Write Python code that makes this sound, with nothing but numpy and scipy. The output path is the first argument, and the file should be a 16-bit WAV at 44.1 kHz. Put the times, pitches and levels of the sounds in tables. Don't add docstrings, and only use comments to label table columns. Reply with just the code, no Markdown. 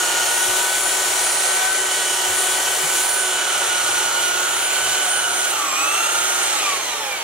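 import sys
import numpy as np
from scipy import signal
from scipy.fft import rfft, irfft
from scipy.io import wavfile
from scipy.ndimage import uniform_filter1d

SR = 44100
rng = np.random.default_rng(int(sys.argv[2]) if len(sys.argv) > 2 else 0)


def generate_wav(signal):
    frames = np.transpose(np.atleast_2d(signal))
    scaled = np.clip(frames, -1, 1) * 32767
    pcm = np.round(scaled).astype(np.int16)
    wavfile.write(sys.argv[1], SR, pcm)


def voltage_ratio(decibels):
    exponent = np.asarray(decibels, float) / 20
    return 10 ** exponent


N = 318843

# f/Hz, level/dB
YARD_SPECTRUM = [(12, -40), (25, -24), (40, -14), (60, -10), (80, -7.5), (100, -5), (135, -9), (200, -7.5),
                 (255, -12.5), (280, -2), (300, 0.5), (390, -27)]
# t/s, level/dB (the envelope peaks 2.6 dB higher), f/Hz
HULL_KNOCKS = [(0.479, -42, 103), (1.46, -32, 522), (2.292, -43, 96.9), (2.832, -39, 159),
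               (4.005, -31, 867)]
# f/Hz, level/dB per Hz
DRONE_SPECTRUM = [(150, -54), (250, -26), (295, -23.5), (329, -11.5), (366, -6.5), (471, -9), (737, -2.5),
                  (815, -4.5), (949, -4.5), (1050, -10.5), (1400, -6), (1820, -14.5), (3080, -120)]
RUSH_SPECTRUM = [(590, -32), (1000, -33), (1040, -14), (1250, -7.5), (1470, -8), (1550, -9.5),
                 (1590, -10.5), (1720, -12), (1900, -8), (2680, -9.5), (3020, -5.5), (3560, -10),
                 (4410, -12), (4870, -33), (5500, -16.5), (7150, -24), (12100, -120)]
RASP_SPECTRUM = [(2650, -20), (4500, -10.5), (5100, -11.5), (6000, -6), (7100, -3.5), (7900, -4.5),
                 (9000, -5.5), (10200, -8), (12000, -13), (15200, -18.5), (16000, -21)]
# level/dB, share of the push, change once turned away/dB,
# speed slope/dB per octave, left minus right/dB, change of that/dB per sample of lag
NOISE_LAYERS = [(-28.5, 0.89, -1.5, 2.5, 0.4, 0.17), (-26., 1.1, 0.05, 1.5, 0, 0.043),
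                (-22.5, .8, -1.24, 6., 2.5, -1.5)]
TREBLE_SLOPE = [-1, -0.055, -1.4, -1.9]
# t/s, push/dB (before each layer's share), grit brightness above 9 kHz/dB per octave
HAND_PUSH = [(0, 1, -2), (.5, 0.1, 5), (1.1, -.5, 2), (1.5, 0, -.5), (1.9, -0.5, -2), (2.45, 0, 3),
             (3.14, -0.5, 8), (3.22, -0.5, 0), (3.56, 1, -1.), (4.55, 0.2, 1.5), (5.1, 0.5, 1),
             (5.22, -0.5, -1), (5.9, 0., 2), (6.7, 1.5, -3), (6.82, -0.5, 1), (7.23, -1.5, 5)]
# f/Hz, share of the power that both microphones get alike
COHERENCE = [(100, 0.61), (400, 0.93), (800, 0.63), (1500, 0.26), (3500, 0.69), (5000, 0.72), (7000, 0.53),
             (15000, 0.48)]
# f/Hz, left minus right/dB
BALANCE = [(60, 3), (110, 2), (200, -13), (380, 1.5), (700, -1), (1290, 1.5), (2380, -4), (4400, -1.0),
           (8120, -2.5), (15000, -4.5)]
# t/s, lag of the left microphone/samples
LEFT_LAG = [(0, 0), (2.5, 0.3), (3.3, 1), (4.2, 2), (7.23, 3)]
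# t/s, stage (0 facing the microphones, 1 turned away, 2 new pull, 3 running down)
WORK_STAGE = [(0, 0), (2.9, 0), (3.5, 1), (5.45, 1), (5.75, 2), (6.4, 2), (6.55, 3), (7.23, 3)]
# f/Hz, width/Hz, level/dB
HOUSING_MODES = [(480, 50, -8), (570, 70, 6), (690, 70, -10), (840, 60, 9), (960, 60, -5), (1150, 90, 7),
                 (1900, 150, 4), (2370, 110, 11), (2780, 120, 6), (5750, 300, 4), (6600, 400, 6),
                 (8550, 350, 6)]
# t/s, speed/turns per s
LOADED_SPEED = [(0.0, 364.5), (0.14, 360.8), (0.3, 364.6), (0.52, 371.8), (0.92, 377.4), (1.08, 374.4),
                (1.35, 377.0), (1.76, 380.6), (1.98, 373.2), (2.22, 370.8), (2.66, 377.2), (3.18, 375.6),
                (3.45, 367.4), (3.76, 363.4), (3.92, 366.0), (4.24, 360.3), (4.5, 364.2), (4.72, 373.0),
                (4.97, 376.6), (5.12, 371.0), (5.3, 365.0), (5.45, 367.5)]
# t/s, length/s
MESH_DIPS = [(0.253, 0.021), (3.538, 0.0047), (3.643, .008), (4.01, 0.01), (4.207, 0.0064)]
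# t/s, left minus right/dB, level toward the microphones/dB
COVER_BEAM = [(0, 2, 0), (.85, 1.5, 2), (1.05, 2, -1), (1.38, 11, -1), (1.7, 1, 3), (2.0, 0, -3),
              (2.7, 5, -1.5), (3.15, -5, -1), (3.6, -6, 1.5), (4.35, -16, -0.5), (4.9, -2, 1),
              (5.4, -3, 0.5), (5.8, -3, -1), (6.15, -5, 2), (6.33, -14, -3), (6.55, -3, 6.5), (7.23, 2, 3)]
# t/s, half length/s, level/dB
MESH_OCTAVE_SWELLS = [(.1, .15, -33), (2.05, 0.17, -30.5), (2.75, 0.29, -30.5), (3.25, 0.22, -32.5),
                      (3.6, .12, -29.5), (4.15, 0.15, -30.5), (5.05, 0.23, -30), (5.9, 0.14, -27),
                      (6.69, 0.061, -32.5)]
# t/s, half length/s, level/dB, left minus right/dB, lead of the left/rad
COMMUTATOR_SWELLS = [(.1, .12, -32, -4, -1.5), (.48, 0.15, -23.5, 7, -2.5), (.88, 0.12, -25.5, 16, -6),
                     (1.18, .08, -43, 11, 2.5), (1.36, 0.15, -24, -10, -1), (1.72, 0.17, -23, 8, -3),
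                     (2.1, .12, -28.5, -14, -0.5), (2.4, 0.14, -25, 6, -5), (2.8, .15, -35, 2, -5),
                     (3.12, .15, -24, -7, -5), (3.6, .15, -38, -1, -8), (3.92, .1, -29, 2, -8.7),
                     (4.2, .1, -28, 4, -10), (4.65, 0.1, -26, 3, -8), (4.82, .08, -40, -20, -12),
                     (5.12, 0.075, -25, -4, -7.5), (5.38, .08, -30, -4, -5.5), (5.85, 0.11, -23.5, -4, 2),
                     (6.1, .1, -41, -4, 1.5), (6.7, .2, -31, 1, 1.5)]
FAN_STAGE_DB = [-32, -32.5, -31.5, -40]
# t/s, level/dB
PULLEY_HUM = [(0, -77), (3.6, -73), (3.94, -58), (4.2, -64), (4.39, -55), (5.1, -58), (5.5, -68),
              (5.7, -78), (7.23, -79)]
# multiple of the shaft rate, then level/dB in stages 0-3
WEAK_ORDERS = [(0.992, -41, -44, -47, -46), (1.966, -39.5, -40, -48, -50),
               (2.575, -35.5, -40.5, -42.5, -41), (3.025, -84, -52, -51, -53), (3.55, -45, -43, -36.5, -46),
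               (3.69, -77, -39.5, -45, -67), (3.916, -56, -39.5, -34.5, -51), (4.06, -49, -49, -38, -41.5),
               (4.383, -48.5, -42, -36, -56), (4.954, -45, -82, -43, -54), (5.13, -45.5, -63, -60, -41.5),
               (5.925, -44.5, -64, -57, -56), (6.34, -57, -53, -62, -62), (7.13, -58, -52, -48, -51),
               (7.91, -63, -60, -44.5, -53), (9.04, -43.5, -44, -45, -46), (10.1, -47, -53, -43, -52),
               (11.03, -45.5, -45, -57, -60), (12.05, -44, -52, -47, -41), (13.84, -46, -64, -59, -69),
               (16.53, -67, -52, -44.5, -43), (38, -58, -61, -72, -65)]

MESH, BLADES, BARS = 4, 19, 25
PULLEY_TURNS, SEAM_LAPS = 1 / 3, 0.098
RELEASE_S, PULL_S, STOP_S = 5.47, 5.73, 6.425
FREE_TURNS, LOAD_SPAN = 385, 18.3
WIN = 1024


def over_time(table):
    s, *columns = np.transpose(table)
    return [np.interp(np.arange(N) / SR, s, c) for c in columns]


def over_hz(table, hz, outside=None):
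    f, v = np.transpose(table)
    return np.interp(np.log(np.maximum(hz, 1)), np.log(np.maximum(f, 1)), v, outside, outside)


def by_stage(values, stage):
    return np.interp(stage, np.arange(4), values)


def walk(rate, count=1):
    k = int(SR / rate / 64) + 1
    held = np.repeat(rng.standard_normal((count, N // (64 * k) + 2)), k, axis=1)
    coarse = 1.146 * uniform_filter1d(uniform_filter1d(held, k), k)
    return np.array([np.interp(np.arange(N) / 64, np.arange(len(c)), c) for c in coarse])


def sides(pan_db):
    gain = voltage_ratio(np.array([pan_db, -pan_db]) / 2)
    return gain * np.sqrt(2 / np.sum(gain ** 2, axis=0))


def housing_db(hz):
    return sum(db / (1 + (2 * (hz - f) / width) ** 2) for f, width, db in HOUSING_MODES)


def swells(table, steady_db):
    t = np.arange(N) / SR
    power = voltage_ratio(steady_db) ** 2
    for s, half, db, *_ in table:
        power = power + voltage_ratio(db) ** 2 * np.exp(-((t - s) / half) ** 2)
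    return 10 * np.log10(power)


def yard():
    hz = np.fft.rfftfreq(N, 1 / SR)
    spectrum = rfft(rng.standard_normal((2, N))) * voltage_ratio(over_hz(YARD_SPECTRUM, hz, -99))
    mid, side = irfft(spectrum, N)
    both = mid + 0.19 * side * np.array([[1], [-1]])
    both = both * voltage_ratio(0.5 * walk(3.08)) * sides(1.6)[:, None]
    return voltage_ratio(-51.5) * both / mid.std()


def knocks():
    out, t = np.zeros(N + SR), np.arange(SR // 4) / SR
    envelope = (t / 0.0089) * np.exp(1 - t / 0.012)
    for s, db, hz in HULL_KNOCKS:
        out[int(s * SR):][:len(t)] += voltage_ratio(db) * np.sin(2 * np.pi * hz * t) * envelope
    return out[:N]


def noise_power(hz, at, speed, lag):
    push_db, bright = (c[at] for c in over_time(HAND_PUSH))
    stage = over_time(WORK_STAGE)[0][at]
    away, octaves = np.minimum(stage, 1), np.log2(speed[at] / FREE_TURNS)
    power = 0
    for table, layer in zip((DRONE_SPECTRUM, RUSH_SPECTRUM, RASP_SPECTRUM), NOISE_LAYERS):
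        db, share, away_db, speed_db, pan_db, lag_db = layer
        db = db + share * push_db + away_db * away + speed_db * octaves
        pan_db = pan_db + lag_db * lag[at]
        shape = voltage_ratio(over_hz(table, hz, -99) + 0.26 * housing_db(hz)) ** 2
        power = power + (shape / shape.mean())[:, None] * (voltage_ratio(db) * sides(pan_db))[:, None] ** 2
    slope_octaves = np.log2(np.maximum(hz, 5500) / 7500)[:, None] * (hz > 4500)[:, None]
    power = power * voltage_ratio(by_stage(TREBLE_SLOPE, stage) * slope_octaves) ** 2
    power = power * voltage_ratio(bright * np.log2(np.maximum(hz, 9000) / 9000)[:, None]) ** 2
    surge_octaves = np.clip(np.log2(np.maximum(hz, 1) / 1200), 0, 1.5)[:, None]
    return power * voltage_ratio(0.45 * walk(22)[0][at] * surge_octaves) ** 2


def noises(speed, turns, lag):
    pulley_db = 0.5 * np.sin(2 * np.pi * turns * PULLEY_TURNS)
    seam_db = 0.57 * np.sin(2 * np.pi * SEAM_LAPS * turns)
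    beat = voltage_ratio(pulley_db + seam_db + .5 * walk(9)[0])
    white = beat * rng.standard_normal((3, N))
    hz, s, z = signal.stft(white, SR, nperseg=WIN, noverlap=WIN * 3 // 4)
    at = np.minimum((s * SR).astype(int), N - 1)
    power = noise_power(hz, at, speed, lag)
    band = np.clip(3 * np.log2(np.maximum(hz, 1) / 200), 0, 19).astype(int)
    flicker = voltage_ratio(0.66 * walk(9, count=20)[:, at] + 0.28 * walk(2.5, count=20)[:, at])[band]
    alike = np.clip(over_hz(COHERENCE, hz), 0, 1)[:, None]
    delay = np.exp(-2j * np.pi * hz[:, None] * lag[at] / SR)
    direct = np.array([z[0] * delay, z[0]])
    scattered = z[1:]
    tilt = sides(0.79 * over_hz(BALANCE, hz))[:, :, None]
    mix = np.sqrt(alike) * direct + np.sqrt(1 - alike) * scattered
    mix = mix * np.sqrt(power) * flicker * tilt
    return signal.istft(mix, SR, nperseg=WIN, noverlap=WIN * 3 // 4)[1][:, :N]


def shaft():
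    friction, drag_s = 78., 1.73
    pull_turns, pull_rise_s = 366.5, .29
    inertia_s, torque_s = .1, .06
    t = np.arange(N) / SR

    def coast(start, s):
        return (start + friction * drag_s) * np.exp(-s / drag_s) - friction * drag_s

    def pull(start, s):
        return pull_turns + (start - pull_turns) * np.exp(-s / pull_rise_s)

    loaded = uniform_filter1d(over_time(LOADED_SPEED)[0], int(inertia_s * SR), mode="nearest")
    last = LOADED_SPEED[-1][1]
    low = coast(last, PULL_S - RELEASE_S)
    high = pull(low, STOP_S - PULL_S)
    speed = np.select([t < RELEASE_S, t < PULL_S, t < STOP_S],
                      [loaded, coast(last, t - RELEASE_S), pull(low, t - PULL_S)],
                      coast(high, t - STOP_S))
    on = (t < RELEASE_S) | (t > PULL_S) & (t < STOP_S)
    drive = uniform_filter1d(1. * on, int(torque_s * SR))
    return uniform_filter1d(speed, size=1024, mode="nearest"), drive


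def tone(turns, multiple, db, pan_db, lead, wander_db, slip):
    both, fade, drift, shake = walk(16), walk(5.6, count=2), walk(2.934)[0], walk(60)[0]
    angle = 2 * np.pi * (multiple * turns + rng.random())
    angle = angle + 0.048 * multiple * shake
    angle = angle + (lead / 2 + slip * drift) * np.array([[1], [-1]])
    level = np.sqrt(2) * voltage_ratio(db + wander_db * (both + .5 * fade))
    return level * sides(pan_db) * np.sin(angle)


def weak_orders(speed, turns, late, glide):
    stage = over_time(WORK_STAGE)[0]
    out = 0
    for k, *stage_db in WEAK_ORDERS:
        hz = k * speed
        low_cut_db = -18 * np.clip((300 - hz) / 30, 0, 1)
        db = by_stage(stage_db, stage) + housing_db(hz) + low_cut_db
        db = db + glide * (2.5 * walk(40)[0] - 1)
        out = out + tone(turns, k, db, over_hz(BALANCE, hz), k * late, wander_db=3.0, slip=min(0.079 * k, 1))
    return out


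def pulley(turns, late):
    k = PULLEY_TURNS
    return tone(turns, k, over_time(PULLEY_HUM)[0], 2.5 + 0 * turns, k * late, wander_db=4.5, slip=.1)


def fan(turns, late, load, drive):
    db = by_stage(FAN_STAGE_DB, over_time(WORK_STAGE)[0]) - 1.5 * load - 6. * (1 - drive)
    return tone(turns, BLADES, db, 0 * turns, BLADES * late, wander_db=-0.5, slip=1.0)


def commutator(turns, octaves, glide):
    db = swells(COMMUTATOR_SWELLS, -32) + 8. * octaves
    pan_db, lead = over_time(COMMUTATOR_SWELLS)[2:]
    roughness = voltage_ratio(glide * (5 * walk(50, count=2) - 3)) * (1 + .25 * walk(600)[0])
    return roughness * tone(turns, BARS, db, pan_db, lead, wander_db=.7, slip=.08)


def mesh_modulation(turns):
    t = np.arange(N) / SR
    gain = 1 - 0.89 * np.clip(walk(40)[0] - .9, 0, 1)
    gain = gain * (1 - sum(np.exp(-((t - s) / length) ** 2) for s, length in MESH_DIPS))
    return gain * (1 + .25 * np.sin(2 * np.pi * SEAM_LAPS * turns + 1.5 * walk(6)[0]))


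def drive_belt(speed, turns, late, load, octaves, drive, glide):
    modulation, flutter = mesh_modulation(turns), 1 + .33 * walk(70)[0]
    pan_db, aim_db = over_time(COVER_BEAM)
    slack_db = -5.5 + 19 * octaves + 1.4 * housing_db(MESH * speed)
    mesh_db = -32. + 4.5 * load + aim_db + (1 - drive) * slack_db
    sweep = voltage_ratio(glide * (3.0 * walk(45, count=2) - 1.5))
    out = modulation * sweep * tone(turns, MESH, mesh_db, pan_db, MESH * late, wander_db=1.5, slip=0.4)

    k = 2 * MESH
    octave_db, octave_pan = swells(MESH_OCTAVE_SWELLS, -39.5), -2.5 + 0 * turns
    resonant_db = octave_db + 0.73 * housing_db(k * speed) - 3.5
    octave = tone(turns, k, resonant_db, octave_pan, k * late, wander_db=1.0, slip=0.18)
    out += modulation * flutter * octave
    for side, share_db in ((0.95, -7.5), (-1, -24.0)):
        k = 2 * MESH + side * PULLEY_TURNS
        out += flutter * tone(turns, k, octave_db + share_db, octave_pan, k * late, wander_db=2.5, slip=0.68)
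    return out


def motor(speed, turns, lag, drive):
    late = -2 * np.pi * lag * speed / SR
    load = np.clip((FREE_TURNS - speed) / LOAD_SPAN, 0, 1)
    octaves = np.log2(speed / FREE_TURNS)
    glide = np.clip(np.abs(np.gradient(speed)) * SR / 120, 0, 1)
    out = weak_orders(speed, turns, late, glide) + pulley(turns, late)
    out += fan(turns, late, load, drive) + commutator(turns, octaves, glide)
    return out + drive_belt(speed, turns, late, load, octaves, drive, glide)


def scene():
    speed, drive = shaft()
    turns, lag = np.cumsum(speed) / SR, over_time(LEFT_LAG)[0]
    return yard() + knocks() + noises(speed, turns, lag) + motor(speed, turns, lag, drive)


def band_limit(x):
    return signal.sosfilt(signal.butter(12, 16660, fs=SR, output="sos"), x)


def record(dry):
    lowpass = signal.ellip(10, .2, 70, 15730, fs=SR, output="sos")
    mix = signal.sosfilt(lowpass, dry)
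    return band_limit(mix)


dry = scene()
out = record(dry)
generate_wav(out)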